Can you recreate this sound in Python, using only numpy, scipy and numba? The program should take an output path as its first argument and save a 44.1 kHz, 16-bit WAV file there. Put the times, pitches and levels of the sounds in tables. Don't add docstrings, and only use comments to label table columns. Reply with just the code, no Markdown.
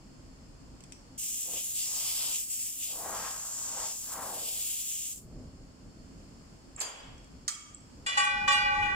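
import sys
import numpy as np
from scipy import signal
from scipy.fft import rfft, irfft, next_fast_len
from scipy.io import wavfile
from scipy.ndimage import map_coordinates
from numba import njit

SR = 44100
rng = np.random.default_rng(int(sys.argv[2]) if len(sys.argv) > 2 else 0)


def file_out(sig):
    cols = np.atleast_2d(sig).T
    lim = np.clip(cols, -1, 1)
    pcm = np.round(lim * 32767).astype(np.int16)
    wavfile.write(sys.argv[1], SR, pcm)


N = 394689
T = np.arange(N) / SR


def undb(db):
    return 10 ** (np.asarray(db) / 20)


def unit(x):
    return x / np.sqrt(np.mean(x ** 2))


def curves(rows):
    times, *columns = np.transpose(rows)
    return [np.interp(T, times, column) for column in columns]


def noise(spectrum, size=N):
    n = next_fast_len(size, True)
    hz, db = np.transpose(spectrum)
    f = np.arange(n // 2 + 1) * SR / n + 1
    gain = undb(np.interp(np.log(f), np.log(hz), db))
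    roll_off = np.minimum(f / hz[0], 1) * np.minimum(hz[-1] / f, 1) ** 2
    return unit(irfft(rfft(rng.standard_normal(n)) * gain * roll_off, n)[:size])


def wide(spectrum, side_db, size=N):
    side = undb(side_db) * noise(spectrum, size)
    return unit(noise(spectrum, size) + np.array([side, -side]))


def walk(rate_hz, size=N):
    steps = rng.standard_normal(int(size / SR * rate_hz) + 2)
    return 1.53 * np.interp(np.arange(size) / SR * rate_hz, np.arange(len(steps)), steps)


def delayed(x, ms):
    return map_coordinates(x, [np.arange(len(x)) - ms * SR / 1000], order=3)


def from_right(x, lag_ms):
    return np.array([delayed(x, lag_ms), x])


def fade(t, t60):
    return np.exp(-np.log(1000) * t / t60)


def envelope(s, hold, rise, fall):
    return undb(-20 * ((np.maximum(s - T, 0) / rise) ** 2 + np.maximum(T - s - hold, 0) / fall))


def add(out, s, x):
    i = int(s * SR)
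    out[:, i:i + x.shape[1]] += x[:, :N - i]


def yard(x, wet_db, size=22050):
    t = np.arange(size) / SR
    decay = fade(t, t60=0.48) + 3.3 * fade(t, t60=0.029)
    tail = rng.standard_normal((2, size)) * decay * (t > .002)
    tail /= np.sqrt(np.sum(tail ** 2, axis=1, keepdims=True))
    return x + undb(wet_db) * signal.fftconvolve(x, tail, axes=1)[:, :N]


# (time [s], hold [s], rise [s], fall [s], level [dB])
RUMBLE_SWELLS = [(5.3, 0.12, 0.26, 0.29, -45), (5.95, .1, 0.25, 1, -53.5), (8.398, .2, 0.39, .3, -47),
                 (8.87, .08, 0.42, .3, -41.5)]
# (frequency [Hz], relative level [dB])
RUMBLE_SPECTRUM = [(20, -3), (40, 5), (80, 0.5), (160, -2), (270, -3.5), (400, -13), (650, -18.5),
                   (1500, -52)]
AMBIENT_SPECTRUM = [(200, 4), (700, 1), (1100, 0), (2000, -8), (3000, -8), (3950, -14.5), (4500, -2.5),
                    (4750, -8), (5100, -1), (5800, -12), (7300, -4), (9000, -16.5), (12500, -24.5),
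                    (15000, -30)]


def background():
    swells = sum(undb(db) * envelope(*timing) for *timing, db in RUMBLE_SWELLS)
    rumble = np.hypot(undb(-52.5), swells) * undb(0.87 * walk(14)) * wide(RUMBLE_SPECTRUM, side_db=-13)
    hiss = undb(-59.5 + 0.5 * walk(3.4)) * wide(AMBIENT_SPECTRUM, side_db=0.47)
    return rumble + hiss


# (frequency [Hz], bandwidth [Hz], relative level [dB])
TONES = [(263.6, 16, -64), (4440, 60, -81), (5173, 90, -86)]


def tones():
    out = np.zeros((2, N))
    for hz, width_hz, db in TONES:
        phase = 2 * np.pi * hz * T
        for channel in out:
            channel += undb(db) * (walk(width_hz) * np.cos(phase) + walk(width_hz) * np.sin(phase))
    return out


# (time [s], level [dB])
TICKS = [(0.806, -50.5), (.838, -47.5), (0.9223, -38.5), (7.18, -55), (7.244, -55)]
# (frequency [Hz], relative level [dB])
TICK_SPECTRUM = [(1200, -28), (2400, 2.5), (4000, -9), (5800, 2), (6800, -4), (7900, 7), (9500, -17),
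                 (15000, -25)]
SPIT_SPECTRUM = [(4500, -22), (5400, 2), (5900, 0), (6600, -16), (9000, -25)]


def trigger(size=8000):
    out, t = np.zeros((2, N)), np.arange(size) / SR
    tick_decay = fade(t, t60=0.025) + .12 * fade(t, t60=0.35)
    for s, db in TICKS:
        add(out, s, undb(db) * tick_decay * wide(TICK_SPECTRUM, 1.5, size))
    spit = undb(-56.5) * fade(t, t60=0.38) * wide(SPIT_SPECTRUM, -1, size)
    add(out, .925, spit)
    return yard(out, wet_db=-11)


def valve(t60, open_s=1.1765, shut_s=5.13):
    return np.clip((T - open_s) / 0.016, 0, 1) * fade(np.maximum(T - shut_s, 0), t60)


# (time [s], hiss level [dB], fine spray level [dB])
JET_LEVELS = [(1.2, -30.5, -35.5), (1.5, -30.5, -33.5), (1.72, -31, -32), (1.95, -27.5, -34),
              (2.1, -28.5, -31), (2.62, -30, -33.5), (2.84, -34, -33), (2.94, -37, -38), (3.6, -32, -42),
              (3.95, -33.5, -39.5), (4.2, -36.5, -39.5), (4.65, -32, -31.5), (5.1, -32.5, -35.5)]
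# (time [s], height [m])
NOZZLE_HEIGHTS = [(1.2, 0.35), (1.68, .31), (1.87, .19), (2.3, 0.24), (2.45, 0.4), (2.7, 0.37), (3.1, 0.17),
                  (3.85, 0.18), (4.6, .26), (4.9, .32)]
# (time [s], hold [s], rise [s], fall [s], rasp [dB], added hiss [dB])
GRAZES = [(1.581, .025, 0.078, 0.059, -37.5, -36), (1.79, 0.062, .06, 0.22, -37, -31),
          (2.084, .2, 0.2, .1, -34.5, -41), (2.337, 0.023, 0.048, .08, -35.5, -33),
          (2.842, 0.065, 0.063, 0.1, -39, -34), (3.19, 0.1, 0.093, .15, -42.5, -60),
          (3.267, 0.13, 0.053, 0.18, -50, -53), (3.849, 0.053, 0.25, 0.086, -42, -34.5),
          (4.478, 0.28, 0.23, .4, -40.5, -39), (4.995, 0.066, 0.15, 0.093, -44, -34)]
# (time [s], hold [s], rise [s], fall [s], depth [dB])
DIPS = [(2.48, 0.016, 0.069, .015, 6.5), (2.723, 0.043, 0.049, 0.08, 4)]
# (frequency [Hz], relative level [dB])
HISS_SPECTRUM = [(400, -36), (1600, -59), (2700, -18), (4200, -14.5), (6000, -4), (7200, 6.5), (8200, 4.5),
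                 (9200, -9.5), (11000, -44), (15500, -34)]
RASP_SPECTRUM = [(1200, -58), (2000, -7.5), (2700, 3), (3300, 3), (4000, -4.5), (5200, 5), (6500, -5.5),
                 (10000, -27)]
SPRAY_SPECTRUM = [(7000, -2), (9800, 8), (11500, 4.5), (14000, 2), (15000, 6.5), (16000, -14)]
LISTENER_HEIGHT_M, DISTANCE_M, SOUND_SPEED_M_S = 0.446, 2.65, 343


def jet():
    hiss_db, spray_db = curves(JET_LEVELS)
    hiss, rasp = undb(hiss_db), undb(hiss_db - 17)
    for *timing, rasp_db, added_db in GRAZES:
        touch = envelope(*timing)
        hiss = np.hypot(hiss, undb(added_db) * touch)
        rasp = np.hypot(rasp, undb(rasp_db) * touch)
    parts = [(hiss, HISS_SPECTRUM), (rasp, RASP_SPECTRUM), (undb(spray_db), SPRAY_SPECTRUM)]
    air, left, right = (sum(gain * noise(spectrum) for gain, spectrum in parts) for _ in range(3))
    height_m, = curves(NOZZLE_HEIGHTS)
    extra_path_m = 2 * height_m * LISTENER_HEIGHT_M / DISTANCE_M
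    air = air + undb(-5.5) * delayed(air, ms=1000 * extra_path_m / SOUND_SPEED_M_S)
    direct = valve(t60=0.037) * np.array([air, undb(-2) * delayed(air, ms=0.059)])
    diffuse = undb(-0.5) * valve(t60=0.27) * np.array([left, right])
    flutter_db = .5 * (walk(16) + walk(45) + walk(300))
    dip_db = sum(depth_db * envelope(*timing) for *timing, depth_db in DIPS)
    return (direct + diffuse) * undb(flutter_db - dip_db)


# (time [s], hold [s], rise [s], fall [s], level [dB], centre frequency [Hz], glide [octaves/s])
PASSES = [(1.492, 0.083, 0.047, 0.053, -43, 517.6, 1.9), (2.021, 0.049, .24, 0.23, -46, 900.7, 1),
          (2.279, 0.041, 0.18, 0.065, -46.5, 880, -.5), (3.141, 0.12, .25, .11, -32.5, 890.3, 2),
          (3.38, .3, 0.1024, 0.081, -47, 998.5, -.1), (3.82, .03, .16, .12, -36.5, 881.2, -.6),
          (4.2, .12, .15, 0.28, -35, 900.2, -2.5)]
# (frequency [Hz], relative level [dB])
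ROAR_SPECTRUM = [(150, -12), (300, -8.5), (500, -1), (800, 3), (1100, -0.5), (1600, -9), (2200, -16.5),
                 (4000, -29)]


def pleats(glide_span_s=.25):
    gains, centres = [], []
    for s, hold, rise, fall, db, hz, glide in PASSES:
        gains.append(undb(db) * envelope(s, hold, rise, fall))
        centres.append(hz * 2 ** (glide * np.clip(T - s, -glide_span_s, glide_span_s)))
    centre_hz = np.average(centres, axis=0, weights=np.array(gains) + 1e-9)
    peak_hz = ROAR_SPECTRUM[3][0]
    hollow = map_coordinates(noise(ROAR_SPECTRUM), [np.cumsum(centre_hz / peak_hz)], order=3, mode="wrap")
    flutter = undb(0.56 * walk(60))
    buffeting = undb(-15.5) * noise(RUMBLE_SPECTRUM)
    roar = valve(t60=.1) * sum(gains) * flutter * (hollow + buffeting)
    return yard(np.array([roar, undb(-3) * roar]), wet_db=-6)


# (time [s], duration [s], frequency [Hz], left level [dB])
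SQUEAKS = [(6.7645, 0.004, 7600, -35.5), (6.795, .006, 7300, -36), (6.804, 0.0038, 7630, -17.5),
           (6.816, .012, 7480, -27), (7.7475, 0.0018, 7560, -30.5)]


def seal(size=30000, lead_s=.02):
    out, t = np.zeros((2, N)), np.arange(size) / SR
    for s, duration, hz, db in SQUEAKS:
        swell = np.exp(-((t - lead_s) / (duration / 2)) ** 2)
        tone = np.sin(2 * np.pi * np.cumsum(hz + 160 * walk(1510, size)) / SR)
        add(out, s - lead_s, from_right(undb(db) * swell * tone, lag_ms=.41) * [[1], [1.5]])
    return out


# (frequency [Hz], relative level [dB])
SLEEVE_SPECTRUM = [(600, 0), (1500, 2), (2800, -1), (4000, -18), (7500, -5), (10000, -21)]


def sleeve():
    swell = np.exp(-((T - 6.79) / 0.016) ** 2)
    return undb(-44) * swell * wide(SLEEVE_SPECTRUM, side_db=0)


def ring(modes, forces, lag_ms, scatter_db, waver_hz, size):
    t, out = np.arange(size) / SR, 0
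    for (hz, db, t60), force in zip(modes, forces):
        direct = np.exp(-2j * np.pi * hz * np.array([[lag_ms / 1000], [0]]))
        reflected = np.array([walk(waver_hz, size) + 1j * walk(waver_hz, size) for _ in range(2)])
        vibration = force * undb(db) * fade(t, t60) * np.exp(2j * np.pi * (hz * t + rng.random()))
        out = out + (vibration * (direct + undb(scatter_db) * reflected / np.sqrt(2))).imag
    return out


# (time [s], rise [s], relative burst level [dB], burst t60 [s],
# tail level [dB], tail t60 [s], low cut-off [Hz], ring level [dB])
SPURTS = [(6.802, 0.0094, -31, 0.14, -32.5, 0.76, 390, -39.5),
          (7.4786, 0.0023, -20.5, 0.062, -41, 0.7, 1150, -43.5)]
# (frequency [Hz], relative level [dB])
BURST_SPECTRUM = [(400, -32), (1500, -2.5), (2800, -11), (4500, -1), (7400, 4), (8800, -5), (10500, -13),
                  (15500, -25)]
TAIL_SPECTRUM = [(400, 4.5), (900, 3.5), (1800, -1.5), (3200, -0.5), (4000, -13.5), (5200, -8), (7500, -24),
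                 (9500, -43), (15000, -49)]
# (frequency [Hz], relative level [dB], t60 [s])
FITTING_MODES = [
    [(3320, -14, 0.98), (4750, 1, 0.42), (6500, 0, 0.31), (7127, 5, 0.34), (7550, 0, .25), (8750, 3, 0.2),
     (10340, -16, 0.21), (11600, -7, 0.14), (12600, -15, 0.22), (13700, -21, 0.21)],
    [(1208, -1, 0.67), (1316, -7, 0.58), (2240, -8.5, 0.59), (3250, -4, 0.57), (5190, -4, 0.51),
     (5970, 0.5, 0.52), (6584, -7, 0.62), (7267, 1, 0.56), (8226, 2, 0.4)],
]


def spurts(size=30000):
    out, t = np.zeros((2, N)), np.arange(size) / SR
    for spurt, modes in zip(SPURTS, FITTING_MODES):
        s, rise, burst_db, burst_t60, tail_db, tail_t60, low_hz, ring_db = spurt
        since_peak = np.maximum(t - rise, 0)
        rush = from_right(noise(BURST_SPECTRUM, size), lag_ms=0.456) * undb([[-3.5], [0]])
        burst = undb(burst_db + 6) * fade(since_peak, burst_t60) * rush
        tail = undb(tail_db) * fade(since_peak, tail_t60) * wide(TAIL_SPECTRUM, -0.82, size)
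        air = signal.sosfilt(signal.butter(3, low_hz, "high", fs=SR, output="sos"), burst + tail)
        clink = ring(modes, np.ones(len(modes)), lag_ms=0.42, scatter_db=5.5, waver_hz=68.5, size=size)
        add(out, s, np.minimum(t / rise, 1) * (air + undb(ring_db) * clink))
    return out


# (frequency [Hz], relative level [dB], t60 [s])
LANCE_MODES = [(558, -11, 0.75), (828.6, 1, 1.75), (1138, 7, 0.61), (1167, -6.5, 1.3), (1496, -5.5, 1.75),
               (1539, -0.5, 1.16), (1905, 1, 0.7), (1951, 0.5, 1.13), (2335, -8, 1.26), (2421, -1, 1.27),
               (2864, -2, 0.64), (2950, -3, 0.73), (3393, -5, 0.61), (3490, -5, 0.57), (3820, -27, 0.39),
               (4000, -11, 0.53), (4060, -13, 0.7), (4660, -13, .6), (4694, -8.5, 0.55),
               (5260, -11.5, 0.34), (5340, -16, 0.68), (5900, -10.5, 0.34), (6550, -11, 0.19),
               (6780, -6, 0.19), (7000, -2, 0.27), (7550, 0, 0.29), (8230, -5, 0.28), (9000, -10.5, 0.24),
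               (9830, -13, 0.4), (10400, -17, 0.36)]
# (time [s], ring level [dB], low cut-off [Hz], contact cut-off [Hz],
# relative clatter level [dB], grit level [dB], grit t60 [s])
BOUNCES = [(8.062, -26, 2260, 7700, -31.5, -48, .04), (8.17, -22.5, 670, 8600, -32.5, -40, .08),
           (8.243, -34.5, 2500, 10000, -50, -34, .02), (8.4765, -21, 706, 6100, -32.5, -45, .03),
           (8.5173, -20, 3060, 5250, -36, -36.5, 0.32), (8.655, -31, 596, 2000, -60, -70, .1),
           (8.7363, -48, 910, 4500, -45.5, -68, .1), (8.8216, -32.5, 1530, 2800, -47, -62, 0.36)]
# (frequency [Hz], relative level [dB])
CLATTER_SPECTRUM = [(200, -37), (550, 0), (1200, -5.5), (2800, 3.5), (4200, -8.5), (7000, -8),
                    (9500, -21.5), (11000, -29), (15000, -36)]
GRIT_SPECTRUM = [(3000, -8), (7500, 0), (9000, -10), (10200, 6), (11200, -6), (12500, -11), (15000, -11)]


def lance(size=40000):
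    out, clatter, t = np.zeros((2, N)), np.zeros((2, N)), np.arange(size) / SR
    hz = np.array(LANCE_MODES)[:, 0]
    onset = np.minimum(t / 0.0082, 1)
    chatter_decay = fade(t, t60=0.035) + 0.32 * fade(t, t60=0.73)
    for s, db, low_hz, contact_hz, clatter_db, grit_db, grit_t60 in BOUNCES:
        forces = undb(db) / np.sqrt((1 + (low_hz / hz) ** 4) * (1 + (hz / contact_hz) ** 6))
        ringing = ring(LANCE_MODES, forces, lag_ms=0.332, scatter_db=-2.5, waver_hz=28.33, size=size)
        chatter = undb(clatter_db + 3.5 * walk(400, size)) * chatter_decay * noise(CLATTER_SPECTRUM, size)
        grit = undb(grit_db + 2 * walk(600, size)) * fade(t, grit_t60) * wide(GRIT_SPECTRUM, -1, size)
        add(out, s, onset * ringing + grit)
        add(clatter, s, from_right(onset * chatter, lag_ms=0.293))
    return out + yard(clatter, wet_db=10.5)


def scene():
    blowing = jet() + pleats()
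    uncoupling = sleeve() + yard(seal() + spurts(), wet_db=-4.5)
    return blowing + uncoupling + lance() + trigger() + background() + tones()


@njit
def follow(x, attack_s, release_s):
    smoothed, level = np.empty(len(x)), 0.
    for i in range(len(x)):
        level += (x[i] - level) / (SR * (attack_s if x[i] > level else release_s))
        smoothed[i] = level
    return smoothed


def record(dry, max_cut_db=8.5, knee_db=-42, top_hz=15800):
    treble = signal.sosfilt(signal.butter(2, 8000, "high", fs=SR, output="sos"), dry)
    power = follow(np.mean(treble ** 2, axis=0), attack_s=0.0052, release_s=0.044)
    gain_db = -max_cut_db * power / (power + undb(knee_db) ** 2)
    return signal.sosfilt(signal.ellip(10, .2, 70, top_hz, fs=SR, output="sos"), dry * undb(gain_db))


dry = scene()
out = record(dry)
file_out(out)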